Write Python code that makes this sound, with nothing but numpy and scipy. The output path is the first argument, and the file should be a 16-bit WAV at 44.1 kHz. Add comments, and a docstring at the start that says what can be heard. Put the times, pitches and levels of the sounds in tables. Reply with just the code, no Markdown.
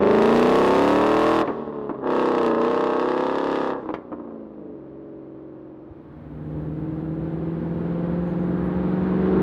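"""Country road by woods: a V8 car pulls hard away, shifts, pulls again, lifts off with pops and burble, cruises.
From about 6 s the car is heard from the front, droning closer with growing tyre noise.
Firing pulses drive the exhaust: filtered for boom and bark, steepened into shock fronts for rasp.
Pops are spikes and short noise bursts; rumble, tyres and air are coloured noise; squeaks are sines.
Roadside reflections and a scattered echo answer; the microphone flattens loud peaks."""
import sys
import numpy as np
from scipy import signal
from scipy.fft import rfft, irfft, next_fast_len
from scipy.io import wavfile
from scipy.ndimage import uniform_filter1d, map_coordinates

SR = 44100
rng = np.random.default_rng(int(sys.argv[2]) if len(sys.argv) > 2 else 0)


def unload_audio(sound):
    """Save the sound as a 16-bit wav file, at the path given as the first command line argument."""
    columns = np.transpose(np.atleast_2d(sound))
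    # keep every value between -1 and 1, then stretch to whole-number steps
    steps = np.round(np.clip(columns, -1, 1) * 32767)
    wavfile.write(sys.argv[1], SR, steps.astype(np.int16))


N = 415422
TIME = np.arange(N) / SR

# relative colour of the exhaust's shock fronts and hiss: freq_hz, gain_db
RASP_COLOUR = [(1120, 8.5), (1900, -2.5), (2250, -17), (2700, -10.5), (3100, -15), (3600, -13), (4200, -19),
               (5100, -21.5), (5980, -27), (6710, -27), (15600, -41.5)]


def amp(db):
    """Decibels to gain."""
    return 10 ** (np.asarray(db) / 20)


def unit(x):
    """Scale to rms 1."""
    return x / np.sqrt(np.mean(x ** 2) + 1e-20)


def steady(x):
    """Hold the running rms near 1."""
    power = uniform_filter1d(uniform_filter1d(x * x, size=5000), size=3000)
    return x / np.sqrt(np.abs(power) + 1e-14)


def along(points, hz):
    """(Hz, value) points read on a log frequency axis."""
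    point_hz, values = np.transpose(points)
    return np.interp(np.log(hz + 1), np.log(point_hz + 1), values)


def curves(rows):
    """One value per sample for each column after the time."""
    time_s, *columns = np.transpose(rows)
    return [np.interp(TIME, time_s, column) for column in columns]


def wobble(knots_per_s):
    """Smooth random curve through normally distributed knots."""
    knots = rng.standard_normal(int(N * knots_per_s / SR) + 4)
    coarse_s = TIME[::16]
    return np.interp(TIME, coarse_s, map_coordinates(knots, [coarse_s * knots_per_s]))


def ramp(start_s, end_s):
    """Rise from 0 to 1 between two times."""
    return np.clip((TIME - start_s) / (end_s - start_s), 0, 1)


def bump_at(centre_s, half_length_s):
    """Gaussian hump of height 1, down to 1/e at the half length."""
    return np.exp(-((TIME - centre_s) / half_length_s) ** 2)


def dying(times_s, decay_s):
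    """Jump by 1 at each time, then decay exponentially."""
    return sum((TIME > s) * np.exp(-np.abs(TIME - s) / decay_s) for s in times_s)


def coloured(x, points, size=8192):
    """Minimum-phase filter with the gain of the (Hz, dB) points, built by folding the cepstrum."""
    cepstrum = irfft(np.log(amp(along(points, np.fft.rfftfreq(size, 1 / SR)))))
    cepstrum[1:size // 2] *= 2
    cepstrum[size // 2 + 1:] = 0
    response = irfft(np.exp(rfft(cepstrum)))[:size // 2]
    return signal.oaconvolve(x, response)[:N]


def band(x, hz, kind, order=3):
    """Zero-phase Butterworth filter: the pulses stay in step."""
    return signal.sosfiltfilt(signal.butter(order, hz, kind, fs=SR, output="sos"), x)


def noise(points):
    """Coloured noise of rms 1."""
    return unit(coloured(rng.standard_normal(N), points))


def impulses(times_s, sizes):
    """Impulses placed between samples by linear sharing."""
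    at = np.clip(times_s * SR, 0, N - 2)
    i = at.astype(int)
    early = np.bincount(i, sizes * (1 - at + i), N)
    late = np.bincount(i + 1, sizes * (at - i), N)
    return early + late


def puffs(kicks, decay_s):
    """Each impulse starts a decaying burst of turbulence; its energy does not depend on the decay time."""
    keep = np.exp(-1 / (decay_s * SR))
    envelope = signal.lfilter([np.sqrt(1 - keep ** 2)], [1, -keep], kicks)
    return envelope * rng.standard_normal(N)


def firings(cycles_per_s, cylinders, roughness):
    """Pulse times, edge sizes and both gas flows; unequal pipe runs give the V8 its lope."""
    jitter_ms, scatter_db, turbulence = roughness
    count = np.cumsum(cycles_per_s) / SR * len(cylinders)
    k = np.arange(1, int(count[-1]))
    size_db, late_ms, *edge_db = np.array(cylinders)[k % len(cylinders)].T
    timing_chance, size_chance = rng.standard_normal((len(k), 2)).T
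    times_s = np.interp(k, count, TIME) + (late_ms + jitter_ms * timing_chance) / 1000
    sizes_db = np.array([size_db, edge_db[0] if edge_db else size_db])
    sizes, edges = amp(sizes_db + scatter_db * size_chance)
    kicks = [impulses(times_s, each) for each in (sizes, edges)]
    flows = [kick + turbulence * puffs(kick, decay_s=.083) for kick in kicks]
    return times_s, edges, flows


def tailpipe(effort, levels, cylinders, pipe, roughness, fronts):
    """Exhaust from behind: pulses boom, edges bark and steepen into rasp, each following revs and effort."""
    # engine speed, eight firings per cycle: time_s, cycles_per_s
    away_speed = [(0, 25.1), (.35, 29.4), (.6, 32.73), (.85, 35.86), (1.1, 38.93), (1.37, 41.5),
                  (1.45, 39.5), (1.6, 38.08), (1.75, 36.4), (1.9, 34.45), (2.07, 32.8), (2.27, 32.55),
                  (2.4, 31.17), (2.53, 28.9), (2.62, 30.1), (2.74, 31.75), (2.88, 31.55), (3.08, 33.1),
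                  (3.3, 33.95), (3.45, 34.87), (3.72, 33.83), (3.85, 32.24), (4.3, 28.46), (4.55, 26.22),
                  (4.8, 22.5), (5, 23.25), (5.25, 22.92), (6.4, 21.85)]
    # a shock and its returns in the tailpipe: delay_ms, level_db
    shock_bounces = [(0, -4), (1.15, -13.5), (2.702, -11.5)]
    reference_cycles_per_s, flywheel_s = 33, .07
    throttle_powers = (.56, .78, 1.7)  # boom, bark, rasp: the treble follows effort most steeply
    boom_top_hz, bark_top_hz = 706, 1876
    rasp_top_hz, rasp_top_power = 4180, 2.5  # rasp above this needs a wide-open throttle
    jet_share = .38  # steady rush of gas relative to shock rms

    # the flywheel rounds every change of speed
    speed = uniform_filter1d(curves(away_speed)[0], size=round(flywheel_s * SR))
    octaves = np.log2(speed / reference_cycles_per_s)
    boom_gain, bark_gain, rasp_gain = [
        amp(level_db + slope_db * octaves) * effort ** power
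        for (level_db, slope_db), power in zip(levels, throttle_powers)]
    times_s, edges, (flow, edge_flow) = firings(speed, cylinders, roughness)
    boom = band(coloured(flow, pipe), boom_top_hz, "low", order=4)
    bark = band(coloured(edge_flow, pipe), boom_top_hz, "high", order=4)
    bark = band(bark, bark_top_hz, "low", order=4)

    # each shock bounces back and forth in the tailpipe and trails a short hiss
    steepness, scatter_db, hiss_share = fronts
    heights = edges ** steepness * amp(scatter_db * rng.standard_normal(len(times_s)))
    shocks = sum(impulses(times_s + ms / 1000, heights * amp(db)) for ms, db in shock_bounces)
    jet = jet_share * np.std(shocks) * rng.standard_normal(N)
    hiss = hiss_share * puffs(impulses(times_s, heights), decay_s=.004)
    crackle = shocks + hiss + jet
    rasp = steady(band(coloured(crackle, RASP_COLOUR), bark_top_hz, "high", order=4))

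    # air takes the top off the rasp as the car draws away
    near = bump_at(0, 1.83)
    rasp = near * rasp + (1 - near) * band(rasp, 5100, "low", order=1)
    dull = band(rasp, rasp_top_hz, "low", order=2)
    rasp = dull + np.minimum(effort, 1) ** rasp_top_power * (rasp - dull)
    return boom_gain * steady(boom) + bark_gain * steady(bark) + rasp_gain * rasp


def throttle(opens_s, rise_s, shuts_s, fall_s):
    """Effort of one pull, nominally 0-1: builds, holds with brief eases or surges, dies away."""
    # momentary changes: centre_s, half_length_s, change_db
    eases = [(1.073, 0.12, -0.5), (2.553, 0.056, -1.5), (3.535, .06, 1)]
    attack = (1 - np.exp(-np.maximum(TIME - opens_s, 0) / rise_s)) ** 2
    release = np.exp(-(np.maximum(TIME - shuts_s, 0) / fall_s) ** 2)
    eased_db = sum(db * bump_at(s, half_s) for s, half_s, db in eases)
    return attack * release * amp(eased_db)


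def leaving():
    """Two full-throttle pulls, coasting between and after, then an even cruise; distance thins it all as 1/r."""
    # full throttle: opens_s, rise_s, shuts_s, fall_s
    pulls = [(-.15, 0.15, 1.412, 0.026), (2.003, 0.048, 3.679, 0.079)]
    # car driving off: time_s, distance_m
    away_distance = [(0, 8.1), (1, 25.8), (3, 53.7), (6.5, 87)]
    # boom, bark, rasp at 30 m, 33 cycles/s, effort 1: level_db, slope_db_per_octave of engine speed
    first_levels = [(-21, 5), (-27, 13), (-39, 11)]
    second_levels = [(-18.5, -9), (-24, -2.5), (-35, 7.5)]
    coast_levels = [(-31, 0.63), (-44.5, 25.5), (-64, 34)]
    cruise_levels = [(-31.5, 0.0076), (-55, 0.002), (-82, 0)]
    # cylinders in firing order: size_db, late_ms, edge_db (steep edge at full throttle)
    first_pulses = [(3.5, -0.32, -10), (1.5, 0.3, -5), (-4, -0.79, -2.5), (-0.7, 1.16, -0.5),
                    (3.5, -0.27, -6.5), (6.5, -0.26, -2.5), (4.5, 0.38, -3), (2, 0.18, 6)]
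    second_pulses = [(1, 0.46, -7), (-0.5, 0.02, -2.5), (0.5, 0.32, -3.5), (0.5, 0.82, 0), (5, -0.48, -1),
                     (3.9, -0.61, -4), (1.1, -0.022, -3), (-0.2, -0.14, 7)]
    # cylinders in firing order: size_db, late_ms
    coast_pulses = [(7, 1.01), (-2.5, -.22), (-5, -.2), (2.7, -.59), (0, .7), (.5, .03), (-2, -.76),
                    (-1.5, -.33)]
    cruise_pulses = [(0.4, -.49), (2.1, -.49), (5, -0.31), (-0.8, -0.33), (0.5, 1.3), (-8, .47),
                     (-.1, 0.0031), (6.5, -0.26)]
    # relative colour of the pipes: freq_hz, gain_db
    first_pipe = [(25, -28), (70, -12), (120, -11.5), (200, -5), (280, -5.5), (330, -2.2), (390, -1),
                  (455, 0.0), (515, -8.5), (575, -5.5), (700, -13), (820, -16), (904, -13), (1000, -18),
                  (1108, -12), (1170, -22), (1250, -18), (1380, -22.5), (1520, -27), (1760, -25.5),
                  (2100, -34.5), (5000, -56.5)]
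    second_pipe = [(25, -39.5), (70, -18), (120, -16.5), (200, -11), (280, -7.5), (330, -1), (390, -4),
                   (455, -2.6), (515, -9), (575, -3.5), (700, -19.5), (820, -13.5), (904, -11.5),
                   (1000, -12.5), (1108, -13), (1170, -19.5), (1250, -12.5), (1380, -24), (1520, -26),
                   (1760, -19.5), (2100, -45), (5000, -64)]
    coast_pipe = [(25, -27.5), (65, -16), (100, -16.5), (135, -5.5), (175, -13), (220, -1.5), (270, -1.5),
                  (325, -1.7), (380, -8.5), (425, 2.5), (480, -12.5), (550, -6.7), (605, -11.7),
                  (720, -20.5), (1100, -20), (1500, -35), (2100, -39), (5000, -62)]
    cruise_pipe = [(25, -37), (65, -20), (100, -15.5), (135, -8.5), (175, -28.5), (220, -10.5), (270, -4.5),
                   (325, 1), (380, -18), (425, -4.5), (480, -11.5), (550, -17), (605, -17), (720, -32.5),
                   (1100, -34.5), (1500, -41.5), (2100, -47), (5000, -77)]
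    # firing unsteadiness: (jitter_ms, scatter_db, turbulence share)
    first_rough, second_rough = (.006, .25, .018), (.008, .3, .025)
    coast_rough, cruise_rough = (.02, .5, .045), (.008, .15, .012)
    # shock fronts: (power law of edge strength, scatter_db, hiss share)
    first_shocks, second_shocks, coast_shocks = (.85, 2.3, .9), (1.1, 2.4, 1), (.5, 2, 3)
    lull_s, lull_half_s, lull_db = 4.05, .045, -4.5  # the burble dips briefly
    afterhiss_db, afterhiss_decay_s = -43.5, .16
    reference_m = 30

    first, second = [throttle(*pull) for pull in pulls]
    out = tailpipe(first, first_levels, first_pulses, first_pipe, first_rough, first_shocks)
    out += tailpipe(second, second_levels, second_pulses, second_pipe, second_rough, second_shocks)
    shut_times_s = [pull[2] for pull in pulls]
    coast = (TIME > shut_times_s[0]) * np.clip(1 - first - second, 0, 1)

    # throttle shut: the mixture burns unevenly until the engine settles into a cruise
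    burble = tailpipe(.97, coast_levels, coast_pulses, coast_pipe, coast_rough, coast_shocks)
    lumps = amp(1.2 * wobble(38) + lull_db * bump_at(lull_s, lull_half_s))
    settled = ramp(4.56, 4.76)
    out += coast * np.sqrt(1 - settled) * lumps * band(burble, 5000, "low", order=2)
    cruise = tailpipe(.94, cruise_levels, cruise_pulses, cruise_pipe, cruise_rough, coast_shocks)
    out += np.sqrt(settled) * cruise

    # gas keeps hissing out of the pipes after the throttle shuts
    hiss = unit(band(band(noise(RASP_COLOUR), 1400, "high"), 5000, "low", order=1))
    out += coast * amp(afterhiss_db) * dying(shut_times_s, afterhiss_decay_s) * hiss
    distance_m, = curves(away_distance)
    return out * reference_m / distance_m * (1 - ramp(5.5, 6.7))


def glances(x):
    """Single reflections; paths shift as the car moves, so engine orders swell and fade in turn."""
    # off fence, house and trunks: delay_ms, level_db
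    reflections = [(6, -15), (13, -16), (22, -18)]
    drift_ms = .7
    dull = band(x, 2600, "low", order=2)
    out = 0
    for delay_ms, level_db in reflections:
        delay_s = (delay_ms + drift_ms * wobble(1.6)) / 1000
        out = out + amp(level_db) * np.interp(TIME - delay_s, TIME, dull)
    return out


def woods(x):
    """Scattered echo from tree trunks: decaying noise with its own t60 at each frequency."""
    # echo decay: freq_hz, t60_s
    decay = [(150, 0.18), (1000, 0.84), (4000, 0.015), (12000, 0.0064)]
    hz, t, z = signal.stft(rng.standard_normal(SR), SR, nperseg=256)
    fade = amp(-60 * t / along(decay, hz)[:, None])
    tail = signal.istft(z * fade, SR, nperseg=256)[1]
    delayed = np.pad(x, (700, 0))  # samples
    return signal.oaconvolve(delayed, tail / np.linalg.norm(tail))[:N]


def roadside():
    """Country air as steady coloured noise, a soft low bump, and faint squeaks of wavering sines."""
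    # relative colour of the air: freq_hz, gain_db
    air = [(20, -22.5), (60, -1.5), (130, -9), (300, -0.5), (700, -9), (1100, -12.5), (2000, -26.5),
           (4000, -40), (6000, -53.5), (9000, -64.5), (15800, -60.5)]
    # thin squeaks: centre_s, half_length_s, pitch_hz, waver_knots_per_s, level_db
    chirps = [(8.29, .035, 9700, 1200, -74), (8.29, 0.038, 6540, 600, -74), (8.41, .03, 6550, 300, -73),
              (8.48, 0.041, 10200, 1800, -75), (8.66, 0.025, 10300, 450, -71),
              (8.66, .022, 11600, 600, -76), (8.89, .06, 11300, 2400, -75)]
    squeaks = sum(amp(db) * bump_at(s, half_s) * wobble(knots_per_s) * np.sin(2 * np.pi * hz * TIME)
                  for s, half_s, hz, knots_per_s, db in chirps)
    bump = amp(-35) * bump_at(5.915, .01) * np.sin(2 * np.pi * 78 * TIME)
    return amp(-51.5) * noise(air) + squeaks + bump


def pops():
    """Backfires: a pressure spike and short roar through the pipes; the biggest steepen into a crack."""
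    # unburnt fuel firing in the pipes, relative levels: time_s, spike_db, roar_db
    backfires = [(1.476, -10, -17), (1.5, -28, -24), (1.7, -29, -37), (1.726, -20, -32), (1.752, -27, -36),
                 (1.894, -14, -23), (1.906, -24, -31), (1.945, -25, -31), (3.83, -30, -35),
                 (3.858, -22, -33), (3.890, -14, -25), (3.904, -15, -34), (3.94, -9, -27),
                 (4.119, -21, -30), (4.127, -22, -31), (4.199, -24, -37), (4.245, -31, -40),
                 (4.275, -28, -41), (4.307, -31, -41)]
    # colour of spike and roar: freq_hz, gain_db
    pop_colour = [(50, -19.5), (150, -16.5), (320, 7), (380, -3), (450, 0), (580, -7.5), (700, -8),
                  (1100, -7.5), (1600, -25), (3000, -43.5), (5000, -67), (9000, -87.5), (16000, -82.5)]
    times_s, spike_db, roar_db = np.transpose(backfires)
    spikes = impulses(times_s, amp(spike_db + 28))
    roar = puffs(impulses(times_s, amp(roar_db + 42)), decay_s=.012)
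    fronts = impulses(times_s, amp(3 * spike_db + 35))  # tripled dB: the crack favours big pops
    crack = fronts + 2.6 * puffs(fronts, decay_s=.012)
    crack = band(band(crack, 1500, "high", order=1), 1660, "low", order=2)
    return coloured(spikes + roar, pop_colour) + crack


def snaps():
    """Hardest shock fronts of the second pull: single impulses with the colour of the rasp."""
    # time_s, peak_db
    hard_fronts = [(2.107, -33.5), (2.133, -32), (2.258, -28.5), (2.432, -21), (2.464, -17.5),
                   (3.205, -32.5), (3.515, -26)]
    times_s, peak_db = np.transpose(hard_fronts)
    fronts = band(coloured(impulses(times_s, amp(peak_db)), RASP_COLOUR), 1700, "high")
    return amp(peak_db.max()) * fronts / np.abs(fronts).max()


def returning():
    """From the front the body hides the rasp: engine orders sweep pipe resonances over rumble and tyres."""
    # engine speed: time_s, cycles_per_s
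    back_speed = [(5.9, 18.4), (6.3, 18.9), (7.05, 19.93), (8.05, 21.6), (9.42, 23.78)]
    # cylinders in firing order: size_db, late_ms
    front_pulses = [(-2.6, 0.09), (4.5, 0.22), (-1.2, -0.33), (3.5, -0.021), (-2.3, 0.15), (-3.5, 0.44),
                    (-0.5, 0.071), (1.5, -0.77)]
    # relative colours of exhaust, rumble and tyres: freq_hz, gain_db
    front_pipe = [(30, -45), (75, -11), (110, -5.5), (160, 1.5), (205, -2.5), (260, -5.5), (315, 1),
                  (345, -7.5), (378, -4.5), (410, -11), (445, -6.5), (480, -16.5), (520, -5.5), (570, -25),
                  (700, -27.5), (950, -34.5), (2000, -48.5), (5000, -81.5)]
    rumble_colour = [(20, -20.5), (45, -19.5), (72, 3), (110, -8), (250, -5), (500, -22), (900, -65.5)]
    tyre_colour = [(320, -47), (550, -3.5), (574, -4.5), (669, -3.5), (886, -5.5), (1640, -14.5),
                   (2170, -22), (4020, -32.5), (5870, -50.5), (15600, -78.5)]
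    front_rough = (.025, .4, .05)  # jitter_ms, scatter_db, turbulence share
    fade_in_s = (5.744, 6.51)
    start_m, approach_m_per_s, nearest_m = 109, 17.26, 10
    # exhaust, rumble, tyres: (level_db at the start distance, gain_db per halving of distance)
    growth = [(-31, 7.5), (-39, 5.1), (-53, 14.64)]
    light_load_db, throttle_opens_s = -15.5, (6.03, 6.6)
    swell_hz, swell_s, swell_db = (320, 438), (9.13, 9.25), 6.5
    road_hz, road_s, road_db, road_waver_db = (900, 2000), (7.9, 8.5), -11, 4

    speed, = curves(back_speed)
    distance_m = np.maximum(start_m - approach_m_per_s * (TIME - fade_in_s[0]), nearest_m)
    halvings = np.log2(start_m / distance_m)
    exhaust_db, rumble_db, tyre_db = [db + gain_db * halvings for db, gain_db in growth]
    load = amp(light_load_db * (1 - ramp(*throttle_opens_s)))
    flow = firings(speed, front_pulses, front_rough)[2][0]
    exhaust = amp(exhaust_db + .45 * wobble(8.2)) * steady(coloured(flow, front_pipe))
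    # the upper drone swells as the car comes close
    exhaust += (amp(swell_db * ramp(*swell_s)) - 1) * band(exhaust, swell_hz, "bandpass", order=2)
    rumble = amp(rumble_db + .53 * wobble(3.2)) * noise(rumble_colour)
    tyres = amp(tyre_db + .6 * wobble(14) + .7 * wobble(4)) * noise(tyre_colour)
    # close up the road roar brightens and wavers
    road_gain = amp(road_db + road_waver_db * wobble(6)) * ramp(*road_s)
    tyres += road_gain * band(tyres, road_hz, "bandpass", order=2)
    return ramp(*fade_in_s) * (load * exhaust + rumble + tyres)


def scene():
    """The car, its reflections and echo, and the roadside."""
    echo_db = -22
    car = leaving() + pops() + snaps() + returning()
    return (car + glances(car) + amp(echo_db) * woods(car) + roadside())[None]


def record(dry):
    """Microphone: flattens loud peaks a little unevenly, rolls off the deepest bass, cuts the top."""
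    bottom_hz, top_hz = 7.7, 15800
    limit = np.where(dry > 0, .32, .28)
    clipped = dry / (1 + np.abs(dry / limit) ** 6) ** (1 / 6)
    size = next_fast_len(N + SR // 2)
    hz = np.fft.rfftfreq(size, 1 / SR)
    passband = hz ** 2 / (hz ** 2 + bottom_hz ** 2) * (hz < top_hz)
    return irfft(rfft(clipped, size) * passband, size)[..., :N]


dry = scene()
out = record(dry)
unload_audio(out)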